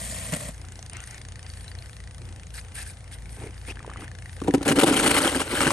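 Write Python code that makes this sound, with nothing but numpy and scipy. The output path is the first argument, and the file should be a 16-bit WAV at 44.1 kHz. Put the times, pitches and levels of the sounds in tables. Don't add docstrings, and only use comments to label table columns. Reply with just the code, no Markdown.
import sys
import numpy as np
from scipy import signal
from scipy.fft import rfft, irfft, next_fast_len
from scipy.io import wavfile
from scipy.ndimage import uniform_filter1d, map_coordinates

SR = 44100
rng = np.random.default_rng(int(sys.argv[2]) if len(sys.argv) > 2 else 0)


def voltage_ratio(decibels):
    exponent = np.asarray(decibels, float) / 20
    return 10 ** exponent


def transcribe(signal):
    frames = np.atleast_2d(signal).T
    limited = np.clip(frames, -1, 1)
    pcm = np.round(limited * 32767).astype(np.int16)
    wavfile.write(sys.argv[1], SR, pcm)


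N = 252252
TIME = np.arange(N) / SR

# (t/s, level/dB)
PUSHES = [
    [(0.0, -34.5), (0.272, -36), (0.346, -39.5), (0.48, -40.5), (0.53, -54)],
    [(4.412, -55), (4.47, -54), (4.6, -53.5), (4.726, -43), (4.9, -33), (5.176, -26.5), (5.31, -32),
     (5.45, -37.5), (5.578, -34.5), (5.72, -26.5)],
]
# (f/Hz, level/dB per Hz)
GRIT = [(350, -12), (600, 8), (656, -7), (756, 0.5), (1140, -1.5), (1350, 0), (1720, -4.5), (2050, -4.5),
        (2490, -4.5), (2980, -4), (3570, -10), (4910, -12), (6800, -12), (8300, -7.5), (9400, -7.5),
        (10300, -4), (10800, -4), (11900, -23), (12600, -46), (16700, -65), (22000, -120)]
# (f/Hz, width/Hz, level/dB)
BLADE = [(157, 72, -7), (276.7, 27.3, 5.5), (335.4, 37, 2.5), (434, 93, -1.5), (540, 79, -6.5),
         (764, 74, -7.5), (990, 29, -12)]
# (f/Hz, width/Hz, level/dB)
FAR_BLADE = [(152, 100, 3.5), (272, 91, -2.5), (602, 165, -1)]


def unit(x):
    return x / np.sqrt(np.mean(x ** 2) + 1e-20)


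def along(points, hz):
    f, v = np.transpose(points)
    return np.interp(np.log(hz + 1), np.log(f + 1), v)


def gains(rows):
    s, *columns = np.transpose(rows)
    return [voltage_ratio(np.interp(TIME, s, column, -120, -120)) for column in columns]


def wobble(rate):
    coarse = TIME[::8]
    knots = rng.standard_normal(int(N * rate / SR) + 4)
    return np.interp(TIME, coarse, map_coordinates(knots, [coarse * rate]))


def filtered(x, response):
    m = next_fast_len(N + SR // 2)
    return irfft(rfft(x, m) * response(np.fft.rfftfreq(m, 1 / SR)), m)[..., :N]


def hiss(spectrum, grain_db=0., rate=300, patchy_db=0.):
    x = rng.standard_normal(N)
    if grain_db:
        x = x * voltage_ratio(grain_db * wobble(rate))
    if patchy_db:
        z = signal.stft(x, nperseg=256)[2]
        field = uniform_filter1d(rng.standard_normal(z.shape), size=4, axis=0)
        field = uniform_filter1d(field, size=5, axis=1)
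        x = signal.istft(z * voltage_ratio(patchy_db * unit(field)), nperseg=256)[1][:N]
    return unit(filtered(x, lambda hz: voltage_ratio(along(spectrum, hz))))


def ring(x, modes):
    def shape(hz):
        total = 0
        for k, (centre, width, db) in enumerate(modes):
            damping = 1j * hz * width
            total = total + (-1) ** k * voltage_ratio(db) * damping / (centre ** 2 - hz ** 2 + damping)
        return total

    return filtered(x, shape) / np.sqrt(np.mean(abs(shape(np.arange(SR // 2))) ** 2))


def bursts(starts, lengths, levels_db, rise=.003, fall=.006):
    out = np.zeros(N)
    for s, length, db in zip(starts, lengths, levels_db):
        t = TIME[int(s * SR):int((s + length + 8 * fall) * SR)] - s
        shape = np.clip(t / rise, 0, 1) * np.exp(-np.maximum(t - length, 0) / fall)
        out[int(s * SR):][:len(t)] += voltage_ratio(db) * shape
    return out


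def pings(events, ring_s, crack):
    out, t = np.zeros(N), TIME[:900]
    for s, db, hz in events:
        tone = np.exp(-t / ring_s) * np.sin(2 * np.pi * hz * t)
        ping = tone + crack * np.exp(-2 * t / ring_s) * rng.standard_normal(len(t))
        out[int(s * SR):][:len(t)] += voltage_ratio(db) * ping[:N - int(s * SR)]
    return filtered(out, lambda hz: 1 / (1 + 1j * hz / 5000) ** 2)


def blows(rows, gain_db):
    out = np.zeros(N)
    for s, db, contact in rows:
        push = np.hanning(int(np.clip(contact, .0003, .005) * SR) + 2)
        out[int(s * SR):][:len(push)] += voltage_ratio(db + gain_db) * push / push.sum()
    return out


def shovel(push, bumps, knocks, grit, blade, strip, catch_db, knock_db, chatter_db, strip_db, drag_db,
           fill_from_s, muffle_db):
    slide, = gains(push)
    load_db = -muffle_db * np.clip((TIME - fill_from_s) / 0.44, 0, 1)
    chatter = voltage_ratio(chatter_db * wobble(60))
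    s, db, length = np.transpose(bumps)
    catches = bursts(s, np.clip(length, .002, .05), db + catch_db, rise=0.0047, fall=0.0043)
    edge = slide * chatter + catches
    s, db, length = np.transpose(knocks)
    hits = bursts(s, length, db + knock_db, rise=0.0006, fall=0.0049)
    jolts = slide * chatter * voltage_ratio(drag_db + load_db) + voltage_ratio(0.43 * load_db) * hits
    force = rng.standard_normal(N) * voltage_ratio(2.1 * wobble(400))
    stony = rng.standard_normal(N) * voltage_ratio(6 * np.tanh(wobble(300)))
    metal = voltage_ratio(strip_db) * ring(edge * unit(stony), strip)
    scrape = edge * hiss(grit, grain_db=1.5, rate=700, patchy_db=2.5)
    return scrape + metal + ring(jolts * unit(force), blade)


def first_push():
    # (t/s, peak level/dB, length/s)
    far_bumps = [
        (0.321, -18.5, 0.0074),
        (0.333, -14.5, 0.0069),
        (0.345, -27, 0.0055),
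        (0.358, -22, 0.0094),
        (0.402, -29, 0.008),
        (0.424, -31, 0.007),
        (0.447, -35, 0.0096),
        (0.482, -27, 0.0083),
    ]
    # (f/Hz, level/dB per Hz)
    far_grit = [(470, -35), (800, -8), (1680, -23), (1870, -6), (2360, -11), (3260, -10.5), (3710, -14),
                (3970, -13), (6400, -12), (8860, -2), (10300, -2), (11300, -14), (12800, -22), (16700, -50),
                (22000, -120)]
    # (f/Hz, width/Hz, level/dB)
    far_strip = [(1850, 250, -2), (3220, 330, -7.5), (4300, 400, -10)]
    # (t/s, peak level/dB, contact/s)
    far_jolts = [
        (.324, -25, 0.0031),
        (.331, -19, 0.0014),
        (.491, -26.5, 0.0015),
    ]
    out = shovel(PUSHES[0], far_bumps, far_bumps, far_grit, FAR_BLADE, far_strip,
                 catch_db=-12.0, knock_db=-17.5, chatter_db=0, strip_db=-12.0, drag_db=-9.5,
                 fill_from_s=0.1, muffle_db=-8.5)
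    return out + ring(blows(far_jolts, gain_db=21), FAR_BLADE)


def truck():
    # (t/s, firings so far)
    crank = [(-.162, 0), (1.321, 42), (3.4007, 100), (3.7564, 110), (5.728, 165)]
    # (multiple of the firing rate, level/dB)
    exhaust = [(1, -90), (2, -43.5), (3, -52.5), (4, -51), (5, -65)]
    # (f/Hz, level/dB, unsteadiness/dB)
    drone = [(87.9, -47, 3), (120.8, -56, 5.5)]
    # (t/s, level/dB)
    ticking = [(0, -55), (.6, -45.5), (1.25, -37.5), (2.1, -38), (3, -43.5), (3.9, -38), (5.72, -35.5)]
    # (f/Hz, level/dB)
    tick_modes = [(1300, -2), (1800, 6.5), (2300, 0), (3200, 1), (4400, -2.5), (5300, -4), (6100, 2.5),
                  (6900, -4), (7800, -12), (8600, 7.5), (9500, -1)]
    # (t/s, f/Hz, level/dB)
    glide = [(.55, 6400, -1), (1.05, 6000, -5), (1.3, 4570, -4), (1.8, 4300, -3.5), (2.2, 3640, -18),
             (2.8, 2200, -2), (4, 1900, -8), (5.72, 2000, -4)]
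    # (f/Hz, level/dB per Hz)
    rumble = [(12, -19), (20, -35), (59, 0.5), (81, -8.5), (115, -12), (166, -12.5), (334, -54),
              (500, -21.5), (650, -67), (1100, -120)]

    turns = np.interp(TIME, *np.transpose(crank))
    out = np.zeros(N)
    for multiple, db in exhaust:
        level = voltage_ratio(db + 2.0 + 2.0 * wobble(4.69))
        out += level * np.sin(2 * np.pi * multiple * turns + 1.18 * wobble(7.1))
    for hz, db, shake_db in drone:
        level = voltage_ratio(db + 3.5 + shake_db * np.tanh(wobble(5.03)))
        out += level * np.sin(2 * np.pi * hz * TIME + .6 * wobble(4.98))

    since = turns % 1 / np.gradient(turns, TIME)
    firing = turns.astype(int)
    strike = (1 - np.exp(-since / 0.00047)) * (np.exp(-since / 0.0016) + 0.12 * np.exp(-since / 0.017))
    dull, = gains(ticking)
    bright = dull * voltage_ratio(-1.5 + 12.5 * np.exp(-((TIME - 0.83) / 0.43) ** 2))
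    for hz, db in tick_modes:
        drift, detune, scatter = rng.standard_normal((3, 170))
        size = voltage_ratio(db - 7 + 4.8 * uniform_filter1d(drift, size=9) + 2.9 * scatter)[firing]
        pitch = hz * (1 + 0.182 * uniform_filter1d(detune, size=15) + 0.027 * scatter)[firing]
        shaded = dull if hz < 4800 else bright
        fade = np.exp(-since * hz / 19)
        out += shaded * size * strike * fade * np.sin(2 * np.pi * pitch * since)

    when, glide_hz, glide_db = np.transpose(glide)
    size, detune = rng.standard_normal((2, 170))[:, firing]
    level = voltage_ratio(np.interp(TIME, when, glide_db) + 4.5 * size)
    pitch = np.interp(TIME, when, glide_hz) * (1 + 0.05 * detune)
    out += dull * level * strike * np.sin(2 * np.pi * pitch * since)
    rattle = hiss([(900, -21), (1600, 4.0), (9500, -2.5), (11500, -27)])
    return out + voltage_ratio(-7.0) * (dull + bright) * strike * rattle + voltage_ratio(-46.5) * hiss(rumble)


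def street_air():
    # (f/Hz, level/dB per Hz)
    air = [(120, -17), (200, 5), (343, -9), (739, -3), (910, -9.5), (1990, -16.5), (2500, -25), (3300, -17),
           (7360, -19.5), (8910, -20), (9560, -4), (11400, -24), (12800, -73), (16700, -103), (22000, -120)]
    return voltage_ratio(-55) * hiss(air)


def squeaks():
    # (t/s, length/s, from f/Hz, to f/Hz, level/dB)
    squeak_events = [(2.552, 0.025, 1300, 1700, -53), (2.574, 0.024, 1905, 2100, -37.5),
                     (2.575, 0.03, 3700, 5000, -46), (2.748, 0.085, 1650, 1840, -42),
                     (2.746, 0.11, 2400, 2540, -45.5), (3.12, 0.026, 3400, 3300, -48),
                     (3.663, 0.0315, 1950, 2700, -42), (3.688, 0.033, 2500, 2950, -33.5),
                     (0.945, 0.0706, 2600, 3000, -47), (0.938, 0.036, 2080, 2165, -40.5),
                     (0.939, 0.13, 1250, 1550, -49.5), (1.09, 0.13, 2300, 2050, -50)]
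    out = np.zeros(N)
    for s, length, from_hz, to_hz, db in squeak_events:
        t = np.arange(int(length * SR)) / SR
        pitch = from_hz + (to_hz - from_hz) * t / length + 1200 * rng.standard_normal(len(t))
        phase = 2 * np.pi * np.cumsum(pitch) / SR
        tone = np.sin(phase) + .25 * np.sin(2 * phase)
        out[int(s * SR):][:len(t)] += voltage_ratio(db) * np.sin(np.pi * t / length) * tone
    return out


def walker():
    # (t/s, length/s, level/dB)
    swishes = [
        (.5, 0.065, -57),
        (1.008, .17, -52),
        (1.473, 0.23, -55.5),
        (2.534, 0.063, -41.5),
        (2.742, 0.088, -40),
        (2.845, 0.066, -46),
        (3.112, 0.032, -44),
        (3.29, 0.18, -52.5),
        (3.658, 0.051, -45.5),
        (3.99, 0.054, -50.5),
    ]
    # (t/s, length/s, level/dB)
    crunches = [
        (0.55, 0.12, -59),
        (0.9, 0.076, -57),
        (1.408, .08, -72),
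        (2.2, 0.13, -58),
        (3.36, 0.14, -51),
        (3.398, 0.067, -47),
        (3.674, 0.04, -42.5),
        (3.745, 0.31, -53),
        (3.979, 0.061, -46),
        (4.255, 0.099, -61),
    ]
    # (t/s, length/s, level/dB)
    scuffs = [
        (0.909, 0.12, -50),
        (1.055, 0.11, -51.5),
        (1.404, 0.084, -65),
        (3.14, 0.055, -62),
        (3.872, 0.2, -57),
    ]
    # (t/s, length/s, level/dB)
    treads = [
        (4, 0.033, -58),
        (3.41, .065, -43.5),
        (3.3, 0.025, -56),
        (2.2, 0.054, -70),
        (4.365, 0.015, -47),
    ]
    # (t/s, peak level/dB, f/Hz)
    creaks = [(0.331, -23, 1900), (0.349, -26, 2000), (0.645, -36.5, 1370), (0.791, -34, 740),
              (1.04, -40, 1520), (1.214, -34, 2110), (3.371, -37, 700), (3.567, -37.5, 1850),
              (3.771, -29.5, 1650), (3.804, -32, 1240), (3.847, -27, 940), (3.878, -23.5, 454),
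              (3.897, -28.5, 1150), (3.915, -29.5, 1260), (3.96, -26.5, 1230), (4.022, -29, 1240)]
    # (f/Hz, level/dB per Hz)
    cloth = [(410, -60), (700, -12.5), (1140, -24), (1640, -2.5), (2450, -10.5), (2770, -11), (3210, -10),
             (7430, -12), (9140, 0), (11100, -5), (12200, -26), (12800, -60), (16700, -55), (22000, -120)]
    snow = [(150, 4.5), (320, 6.5), (480, 0), (620, -7.5), (800, -2), (1200, -10.5), (2500, -8),
            (5000, -39)]
    # (f/Hz, width/Hz, level/dB)
    sole = [(720, 330, -1.5), (1524, 83, 4), (2013, 84, 5.5), (3000, 170, 1.5)]
    crust = [(427, 80, 4), (850, 120, -8.5)]

    def moves(stir_db, events):
        stir = voltage_ratio(stir_db + 2.5 * wobble(5.79))
        return stir + bursts(*np.transpose(events), rise=0.013, fall=0.0074)

    out = moves(-57.5, swishes) * hiss(cloth, grain_db=1.5, patchy_db=2.5)
    out += moves(-61.5, crunches) * hiss(snow, grain_db=2., rate=120)
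    rubbing = unit(rng.standard_normal(N) * voltage_ratio(3.5 * wobble(90)))
    out += ring(moves(-61.5, scuffs) * rubbing, sole)
    packing = unit(rng.standard_normal(N) * voltage_ratio(5.4 * wobble(150)))
    out += ring(bursts(*np.transpose(treads), rise=0.0063, fall=0.0072) * packing, crust)
    return out + squeaks() + pings(creaks, ring_s=0.0017, crack=0.12)


def ice_chips():
    # (t/s, peak level/dB, f/Hz)
    chips = [(4.4018, -32, 1620), (4.6516, -23, 1420), (4.687, -8, 1690), (4.6925, -15, 1550),
             (4.7732, -16, 3100), (4.794, -20, 1450), (4.813, -20, 1450), (4.867, -24, 1200),
             (4.924, -17, 1440), (4.999, -9, 1350), (5.029, -16, 3000), (5.045, -20, 1340),
             (5.0774, -17, 2080), (5.1529, -10, 1330), (5.166, -7, 2080), (5.1774, -14, 1400),
             (5.2042, -11, 1370), (5.229, -15, 1900), (5.253, -22, 1280), (5.3276, -17, 1290),
             (5.3574, -29, 1530), (5.479, -25, 1500), (5.5142, -17, 2010), (5.5565, -19, 1610),
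             (5.5744, -13, 1670), (5.632, -12, 1300), (5.649, -12, 1520)]
    return voltage_ratio(-6) * pings(chips, ring_s=0.0035, crack=1.0)


def second_push():
    # (t/s, peak level/dB, length/s)
    bump_events = [(4.617, -42, 0.0079), (4.626, -11, 0.0045), (4.6505, -14, 0.02), (4.675, -5, 0.025),
                   (4.712, -7.5, 0.012), (4.755, -13.5, 0.024), (4.7845, -5, 0.019), (4.809, -6.5, 0.014),
                   (4.83, -1, 0.0089), (4.859, -11, 0.042), (4.923, -11, 0.021), (4.959, -9.5, 0.018),
                   (4.989, -11, 0.021), (5.023, -9, 0.028), (5.059, -4.5, 0.021), (5.104, -6.5, 0.012),
                   (5.14, -11, 0.017), (5.16, -8.5, 0.027), (5.216, -19, 0.027), (5.245, -12.5, 0.023),
                   (5.268, -13, 0.014), (5.285, -15.5, 0.013), (5.346, -14.5, 0.018), (5.392, -21, 0.008),
                   (5.401, -11.5, 0.0079), (5.413, -12, 0.008), (5.508, -23, 0.044), (5.551, -18.5, 0.052),
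                   (5.603, -11, 0.03), (5.642, -18, 0.013), (5.667, -19, 0.012), (5.694, -36, 0.016)]
    # (t/s, peak level/dB, length/s)
    knock_events = [(4.599, -25, 0.015), (4.655, -11, 0.015), (4.678, -10, 0.022), (4.701, -13, 0.019),
                    (4.753, -15, 0.015), (4.772, -9, 0.014), (4.823, -5.5, 0.017), (4.866, -12, 0.017),
                    (4.9, -17, 0.014), (4.935, -17, 0.011), (4.98, -27, 0.012), (5.013, -13, 0.012),
                    (5.038, -11, 0.011), (5.102, -20, 0.012), (5.166, -23, 0.012), (5.168, -21, 0.011),
                    (5.245, -9, 0.013), (5.354, -9, 0.016), (5.402, -21, 0.012), (5.46, -23, 0.013),
                    (5.518, -12, 0.011), (5.58, -16, 0.012), (5.607, -13, 0.0085), (5.667, -20, 0.01),
                    (5.657, -6, 0.0078)]
    # (f/Hz, width/Hz, level/dB)
    near_strip = [(1440, 340, -1), (1680, 33, -7), (2010, 96, -8), (2990, 310, -2), (4220, 600, -10),
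                  (8500, 400, -4), (9680, 490, -0.5)]
    return shovel(PUSHES[1], bump_events, knock_events, GRIT, BLADE, near_strip,
                  catch_db=-17, knock_db=-13, chatter_db=1.8, strip_db=-3.0, drag_db=12,
                  fill_from_s=4.733, muffle_db=14.5)


def bounces():
    # (t/s, peak level/dB, crack level/dB,
    # contact/s)
    cracking_blows = [(4.416, -15.5, -15, 0.0022), (4.443, -22, -6.5, 0.0023), (4.463, -22, -27, 0.0017),
                      (4.48, -9, -10, 0.00024), (4.486, -13, -25, 0.001), (4.496, -10.5, -36, 0.002),
                      (4.538, -5.5, -8.5, 0.0012), (4.546, -7, -7.5, 0.00073), (4.573, -12.5, -25, 0.0027),
                      (4.609, -19.5, -21, 0.0014), (4.706, -4.5, -9, 0.0019), (5.674, -10, -2, 0.0017)]
    # (t/s, peak level/dB, contact/s)
    hops = [(4.656, -16, 0.0015), (4.667, -14, 0.0017), (4.68, -16, 0.0015), (4.68, -12.5, 0.0015),
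            (4.719, -11, 0.0019), (4.727, -10, 0.0014), (4.761, -11, 0.0017), (4.776, -7, 0.0015),
            (4.786, -11, 0.0015), (4.796, -14, 0.0013), (4.822, -11, 0.0012), (4.835, -8, 0.00094),
            (4.867, -14, 0.0015), (4.877, -12, 0.0014), (4.888, -12, 0.0013), (4.908, -10, 0.0012),
            (4.928, -10, 0.0013), (4.937, -14, 0.0015), (4.949, -19, 0.0015), (4.973, -18, 0.0015),
            (5.011, -23, 0.0015), (5.024, -23, 0.0015), (5.038, -14, 0.0015), (5.054, -12.5, 0.0015),
            (5.067, -19, 0.0013), (5.076, -10.5, 0.0014), (5.111, -19, 0.0017), (5.125, -18, 0.0015),
            (5.168, -20, 0.0016), (5.177, -21, 0.0017), (5.204, -22, 0.0015), (5.244, -14, 0.0014),
            (5.253, -14.5, 0.0017), (5.262, -19, 0.0021), (5.28, -18, 0.002), (5.349, -23, 0.002),
            (5.35, -16, 0.0023), (5.411, -19, 0.0017), (5.533, -18, 0.0017), (5.541, -17, 0.0016),
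            (5.606, -15, 0.0013), (5.617, -22, 0.0016), (5.631, -15, 0.00071), (5.661, -11, 0.0017),
            (5.704, -22, 0.0015)]
    s, db, crack_db, contact = np.transpose(cracking_blows)
    cracks = bursts(s, 0 * s + 0.001, db + crack_db - 11, rise=0.0004, fall=0.0062) * hiss(GRIT)
    force = blows(zip(s, db, contact), gain_db=19.5) + blows(hops, gain_db=16)
    return ring(force, BLADE) + cracks


def stone_strikes():
    # (t/s, peak level/dB, f/Hz)
    stones = [(4.4174, -21.5, 1130), (4.4764, -21, 890), (4.5087, -22.5, 1750), (4.6109, -28, 1340),
              (4.6299, -33, 1090), (4.6768, -16, 1670), (4.7147, -11, 1550), (4.7596, -24, 990),
              (4.8329, -29, 930), (4.9666, -10, 3050), (5.0639, -10, 3000), (5.1153, -12, 2070),
              (5.1442, -23, 1310), (5.2769, -6, 3220), (5.3477, -13, 1610), (5.4026, -13, 1110),
              (5.4174, -16, 1340), (5.5353, -18, 1000), (5.6062, -6, 1280), (5.6564, -13, 2760),
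              (5.669, -8, 1540), (5.6764, -10.5, 1620), (5.7054, -7.5, 1080)]
    return voltage_ratio(-4.0) * pings(stones, ring_s=0.0027, crack=1.0)


def flecks(push):
    count = 90
    when, db = np.transpose(push)
    s = rng.uniform(when[2], when[-1], count)
    size, pitch = rng.exponential(size=count), rng.standard_normal(count)
    level_db = np.interp(s, when, db) + 1.5 + 4 * np.minimum(size, 2)
    hz = 3200 * np.exp(0.294 * pitch)
    return pings(zip(s, level_db, hz), ring_s=0.0014, crack=0.18)


def ports(x, place):
    # (f/Hz, likeness)
    alike = [(100, .995), (500, .96), (1500, .88), (2300, .76), (3000, .85), (5000, .66), (8500, .9),
             (10500, .93)]
    # (f/Hz, lead/rad)
    low_lead = [(20, -0.3), (90, -0.28), (200, -0.15), (300, -0.02)]
    high_lead = [(5430, 1.0), (6700, -0.15), (7500, 1.2), (8700, -0.4), (9600, -2.4), (10900, -3.6),
                 (11700, -6.2), (12600, -6.4)]
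    balance, lead = place
    z = signal.stft(x, nperseg=128)[2]
    scrambled = z * np.exp(2j * np.pi * rng.random(z.shape))
    other = np.sqrt(2) * signal.istft(scrambled, nperseg=128)[1][:N]

    def spread(hz):
        turn = np.arccos(along(alike, hz)) / 2
        return np.array([np.cos(turn), np.sin(turn)])

    def left_right(hz):
        phase = np.interp(hz, *np.transpose(low_lead + lead + high_lead))
        half = voltage_ratio(along(balance, hz) / 2) * np.exp(.5j * phase)
        return np.array([half, 1 / half])

    mid, side = filtered(np.array([x, other]), spread)
    return filtered(np.array([mid + side, mid - side]), left_right)


def scene():
    # (f/Hz, lead/rad)
    sideways = [
        [(60, 2.0), (200, 0.5), (350, -1.5), (640, 0.5), (1160, -2.0), (2100, 1.5), (5000, 2.5), (12400, 0.0)],
        [(600, -0.1), (860, 3.3), (1210, -1.3), (2330, -0.1), (2840, 1.8), (4130, -0.2)],
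    ]
    near = [
        [(60, 1.5), (310, 0.5), (700, -1.0), (1600, 2.5), (2400, 5.0), (4500, 6.3), (8230, 1.0), (12400, 0.0)],
        [(950, 0.9), (1720, 0.5), (2580, 1.7), (4390, 0.6)],
    ]
    far = [
        [(60, 1.5), (200, 1.0), (350, -1.0), (1160, -1.0), (2100, 3.0), (3790, 5.0), (6860, 2.0), (12400, 0.0)],
        [(430, -0.1), (690, 0.1), (2070, -0.8), (3010, 2.0), (3790, 0.9)],
    ]
    first = first_push()
    street = truck() + street_air() + walker()
    second = ice_chips() + second_push() + bounces() + stone_strikes() + flecks(PUSHES[1])
    return ports(first, sideways) + ports(street, far) + ports(second, near)


def low_pass(x):
    return signal.sosfilt(signal.butter(12, 13000, fs=SR, output="sos"), x)


def record(dry):
    dry = filtered(dry, lambda hz: 1 - .93 * np.exp(-((hz - 10300) / 200) ** 2))
    masker = uniform_filter1d(np.mean(dry ** 2, axis=0), size=1000)
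    kept = dry
    for low, high in [(10000, 10600), (10600, 11500), (11500, 12450), (12450, 20000)]:
        top = filtered(dry, lambda hz: (hz > low) & (hz <= high))
        level = uniform_filter1d(np.mean(top ** 2, axis=0), size=1000)
        limit = voltage_ratio(3 * wobble(18)) ** 2 * (voltage_ratio(-67) ** 2 + voltage_ratio(-32) ** 2 * masker)
        weak = level < limit
        kept = kept - uniform_filter1d(1. * weak, size=300) * top
    return low_pass(kept)


dry = scene()
out = record(dry)
transcribe(out)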